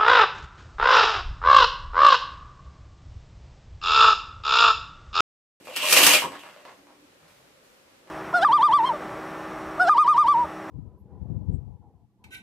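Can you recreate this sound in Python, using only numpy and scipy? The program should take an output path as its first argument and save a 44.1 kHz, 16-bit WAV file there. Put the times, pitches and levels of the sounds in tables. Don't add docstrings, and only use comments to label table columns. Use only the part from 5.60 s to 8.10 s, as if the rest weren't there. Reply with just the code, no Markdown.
import sys
import numpy as np
from scipy import signal
from scipy.fft import rfft, irfft
from scipy.io import wavfile

SR = 44100
rng = np.random.default_rng(int(sys.argv[2]) if len(sys.argv) > 2 else 0)


def wav_record(signal):
    frames = np.transpose(np.atleast_2d(signal))
    bounded = np.clip(frames, -1, 1)
    quanta = np.round(bounded * 32767).astype(np.int16)
    wavfile.write(sys.argv[1], SR, quanta)


def invert_db(level):
    return 10 ** (np.asarray(level, dtype=float) / 20)


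N = 110250

# (time [s], scrape level [dB], extra ring chatter from dragging [dB])
SWEEP = [
    (0, -68, 0.5),
    (.15, -51.5, 12.5),
    (.2, -45, 19.5),
    (.31, -24.5, 0),
    (.345, -22, 1.5),
    (.55, -22, 3.4),
    (.7, -62.5, 7.5),
    (1.15, -74.5, 7),
    (1.25, -87, 2.5),
]
# (time [s], level [dB], rattle held [s], favoured pitch [Hz], pitch spread [octaves])
POLE_KNOCKS = [(.01, -54, 0.11, 345, 1.34), (.072, -39, 0.048, 640, 0.57), (.163, -40, 0.056, 800, 1.9),
               (.2, -43, .08, 610, 0.074), (.229, -36.5, 0.037, 1050, 0.17), (.243, -33.5, .03, 610, 0.1),
               (.324, -26, 0.0067, 700, 0.54), (.368, -21.5, 0.045, 620, 0.7),
               (.43, -28.5, 0.035, 256, 0.39), (.47, -19.5, 0.013, 900, 0.83), (.54, -20, 0.017, 520, 0.52),
               (.622, -23.5, 0.0073, 911, 0.17), (.64, -35, 0.032, 354, 1.3), (.72, -40.5, .045, 800, 1.7),
               (.836, -44.5, 0.035, 895, 1.5), (.963, -47.5, 0.04, 597, 0.11),
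               (1.052, -45, 0.055, 860, 0.98), (0.889, -54, 0.12, 1190, 1.9),
               (1.27, -56.5, 0.055, 770, 0.94), (1.179, -57.5, 0.26, 290, 0.31),
               (1.604, -60.5, .1, 900, 1.45), (1.63, -58.5, 0.19, 130, .3), (2.43, -56.5, .04, 394, 0.75),
               (2.474, -54, 0.027, 700, 1.4)]
KNOCK_T60_S, FIRST_TOUCH_DB = 0.2, 24.5


def in_time(rows):
    s, *columns = np.transpose(rows)
    t = np.arange(N) / SR
    return [np.interp(t, s, column) for column in columns]


def at_hz(points, hz):
    points_hz, values = np.transpose(points)
    return np.interp(np.log(hz + 1), np.log(points_hz), values)


def rms_one(x):
    return x / np.sqrt(np.mean(x ** 2) + 1e-20)


def colour(x, points):
    size = x.shape[-1]
    hz = np.arange(size // 2 + 1) * SR / size
    return irfft(rfft(x) * invert_db(at_hz(points, hz)), size)


def drift(rate_hz):
    r = np.exp(-2 * np.pi * rate_hz / SR)
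    noise = rng.standard_normal(N + SR)
    return rms_one(signal.lfilter([1], [1, -2 * r, r * r], noise)[SR:])


def clicks(per_s, spread_db):
    size = invert_db(spread_db * np.minimum(rng.exponential(1, N), 4)) * rng.choice([-1, 1], N)
    contact = rng.random(N) < per_s / SR
    return rms_one(size * contact + 1e-9)


def resonate(x, hz, width_hz):
    r = np.exp(-np.pi * width_hz / SR)
    poles = [1, -2 * r * np.cos(2 * np.pi * hz / SR), r * r]
    return np.sqrt((1 - r * r) / 2) * signal.lfilter([1, 0, -1], poles, x)


def burst(start_s, db, t60_s, hold_s=0):
    t = np.arange(N) / SR - start_s
    return invert_db(db - 60 * np.maximum(t - hold_s, 0) / max(t60_s, 0.005)) * (t >= 0)


def hush():
    # (frequency [Hz], level per Hz [dB])
    hush_colour = [(15, -44.5), (25, -15), (263, -4), (476, -4.5), (531, 0.5), (659, -9), (2280, -13),
                   (10700, -24.5), (16000, -30.5)]
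    # (frequency [Hz], level [dB])
    hush_side = [(60, -12), (240, -7), (950, 0.5), (3770, 1), (15000, 0)]
    hush_db, hollow_db, hollow_hz, hollow_width_hz = -60, -24, 550, 20
    mid, side = colour(rng.standard_normal((2, N)), hush_colour)
    scale = invert_db(hush_db + drift(6) / 2) / np.std(mid)
    hollow_level = invert_db(hush_db + hollow_db + 3 * drift(10))
    hollow = hollow_level * resonate(rng.standard_normal(N), hollow_hz, hollow_width_hz)
    return np.array([mid * scale + hollow, colour(side, hush_side) * scale])


def bedroom(x):
    # (frequency [Hz], t60 [s])
    decay = [(150, 0.18), (1000, 0.31), (4000, 0.19), (12000, 0.076)]
    # (frequency [Hz], level [dB])
    side_colour = [(60, -13), (180, -17.5), (550, -11.5), (1650, -7), (4970, -1.5), (15000, -0.5)]
    room_db, scatter_t60_s, wander_hz, wander_rad = -7, 0.015, 20, 3.27
    t = np.arange(SR // 2) / SR
    tail = 0
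    for hz in 63 * 2. ** np.arange(8):
        octave = signal.butter(2, [hz, 2 * hz], "band", fs=SR, output="sos")
        band = signal.sosfilt(octave, rng.standard_normal((2, len(t))))
        t60_s = at_hz(decay, 1.4 * hz)
        unit_energy = np.sqrt(2 * np.log(1000) / t60_s / SR)
        tail = tail + band * invert_db(-60 * t / t60_s) * (t > 0.004) * unit_energy
    scatter = rng.standard_normal(len(t)) * invert_db(-60 * t / scatter_t60_s)
    direct = [t == 0, scatter / np.sqrt(np.sum(scatter ** 2))]
    answer = invert_db(room_db) * tail + direct
    mid, side = signal.fftconvolve(x[None], answer, axes=1)[:, :N] / np.sqrt(1 + invert_db(2 * room_db))
    side = np.real(signal.hilbert(side) * np.exp(1j * wander_rad * drift(wander_hz)))
    return np.array([mid, colour(side, side_colour)])


def cloth():
    cloth_db, cut_hz = -3.5, 4600
    width_per_octave = 0.52
    grain = clicks(3000, 3.5)
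    starts = (np.array(POLE_KNOCKS)[:, 0] * SR).astype(int) + 2
    grain[starts] = invert_db(FIRST_TOUCH_DB - 6.5)
    flaps = 0
    for s, db, hold_s, hz, spread in POLE_KNOCKS:
        flap = grain * burst(s, db, KNOCK_T60_S, hold_s)
        flaps = flaps + min(spread, 1) ** 2 * resonate(flap, hz, width_per_octave * spread * hz)
    return invert_db(cloth_db) * signal.lfilter(*signal.butter(2, cut_hz, fs=SR), flaps)


def pole():
    # (frequency [Hz], width [Hz], level [dB])
    pole_modes = [(80, 30, -11), (130, 25, -2.5), (211.7, 39, -5.5), (290, 20, 0.5), (368, 23, -5.5),
                  (519, 32, -4), (597, 25, -2), (700, 150, -10.5), (800, 59, -7), (956, 40, -2.5),
                  (1090.4, 40, 0.5), (1323, 120, -13), (1632, 230, -4.5), (2020, 83, -8.5)]
    rattle_per_s, rattle_spread_db, pole_db, under_sweep_db = 1100, 4.5, -9, -23.5
    touches = np.array([clicks(rattle_per_s, rattle_spread_db) for _ in range(3)])
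    s, _, _, pitch_hz, spread = np.transpose(POLE_KNOCKS)
    touches[:, (s * SR).astype(int) + 2] = invert_db(FIRST_TOUCH_DB)
    knock_power = np.array([burst(s, db, KNOCK_T60_S, hold_s) ** 2 for s, db, hold_s, _, _ in POLE_KNOCKS])
    sweep_power = invert_db(in_time(SWEEP)[0] + under_sweep_db) ** 2
    out = 0
    for k, (hz, width_hz, db) in enumerate(pole_modes):
        share = np.exp(-(np.log2(hz / pitch_hz) / spread) ** 2) / spread
        force = np.sqrt(share @ knock_power + sweep_power)
        out = out + invert_db(db) * resonate(touches[k % 3] * force, hz, width_hz)
    return invert_db(pole_db) * out


def rings():
    # (time [s], level [dB], t60 [s], chatter [dB], favoured pitch [Hz])
    snags = [(0.051, -56, 0.21, 8, 2230), (.075, -64, 0.32, 15.5, 2308), (.161, -30, 0.21, 4, 2700),
             (.22, -38.5, 0.97, 9, 2800), (0.255, -37, 0.12, 12, 2800), (.325, -11, 0.083, 2, 2850),
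             (.364, -16, 0.22, 6, 2500), (.43, -14.5, 0.31, 0.8, 3300), (.445, -21, 0.37, 2, 4780),
             (.465, -11.5, 0.16, 0.5, 3787), (0.509, -26, .2, 5, 4914), (.535, -12.5, 0.04, -2, 3016),
             (0.542, -26, 0.23, 8.5, 2600), (.594, -42, 0.09, 5.5, 2500), (.79, -58, .4, 9, 3000),
             (1.6, -77, .5, .1, 2000), (1.68, -63.5, 1, 2, 4000), (2.039, -67, 1, -3.3, 5000)]
    # (frequency [Hz], width [Hz], level [dB])
    ring_modes = [(1870, 270, -1.5), (2270, 120, -2), (2439, 45, -1.5), (2709, 100, 1), (2927, 100, -1.5),
                  (3250, 140, -2.5), (3730, 80, -7), (4510, 120, -10), (5680, 200, -12.5), (6370, 200, -8),
                  (7280, 120, -9), (8200, 190, -3.5), (10800, 400, -9), (11170, 300, -5.5)]
    # (frequency [Hz], level per Hz [dB])
    scrape_colour = [(35, -66), (60, -36), (354, -7.5), (593, -9), (1310, -3.5), (2650, -20.5), (4320, -4),
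                     (12100, -9), (16000, -10.5)]
    # (time struck [s], frequency [Hz], level [dB], t60 [s])
    free_ring = (.56, 8005, -45, .62)
    scrape_db, scrape_per_s, scrape_spread_db = -0.5, 12000, 2.9
    rings_db, chatter_per_s, chatter_spread_db = -7.5, 900, 3
    drag_hz, near_octaves = 2800, 0.29

    snag_power = np.array([burst(s, db, t60_s) ** 2 for s, db, t60_s, _, _ in snags])
    sweep_db, drag_db = in_time(SWEEP)
    scrape = rms_one(colour(clicks(scrape_per_s, scrape_spread_db), scrape_colour))
    scrape = scrape * invert_db(scrape_db + 0.8 * drift(25))
    out = scrape * np.sqrt(invert_db(sweep_db) ** 2 + snag_power.sum(axis=0))

    touches = [clicks(chatter_per_s, chatter_spread_db) for _ in range(3)]
    _, _, _, chatter_db, pitch_hz = np.transpose(snags)
    for k, (hz, width_hz, db) in enumerate(ring_modes):
        near = np.exp(-(np.log2(hz / np.append(pitch_hz, drag_hz)) / near_octaves) ** 2)
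        drag_power = invert_db(sweep_db + drag_db * near[-1]) ** 2
        chatter_power = (invert_db(2 * chatter_db) * (0.22 + near[:-1])) @ snag_power
        force = np.sqrt(drag_power + chatter_power)
        level = invert_db(rings_db + db + 2 * drift(6.7))
        out = out + level * resonate(touches[k % 3] * force, hz, 1.3 * width_hz)

    s, hz, db, t60_s = free_ring
    tone = np.sin(2 * np.pi * hz * np.arange(N) / SR)
    return out + burst(s, db, t60_s) * tone * invert_db(2.5 * drift(25))


def scene():
    curtains = signal.lfilter(*signal.butter(2, 50, "high", fs=SR), rings() + pole() + cloth())
    mid, side = bedroom(curtains) + hush()
    return np.array([mid + side, mid - side])


def top_cut(x):
    return signal.sosfilt(signal.butter(12, 16860, fs=SR, output="sos"), x)


def record(dry):
    low_pass = signal.cheby2(12, 70, 16000 * 1.03, fs=SR, output="sos")
    rounded = 0.95 * np.tanh(dry / 0.95)
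    return top_cut(signal.sosfilt(low_pass, rounded))


dry = scene()
out = record(dry)
wav_record(out)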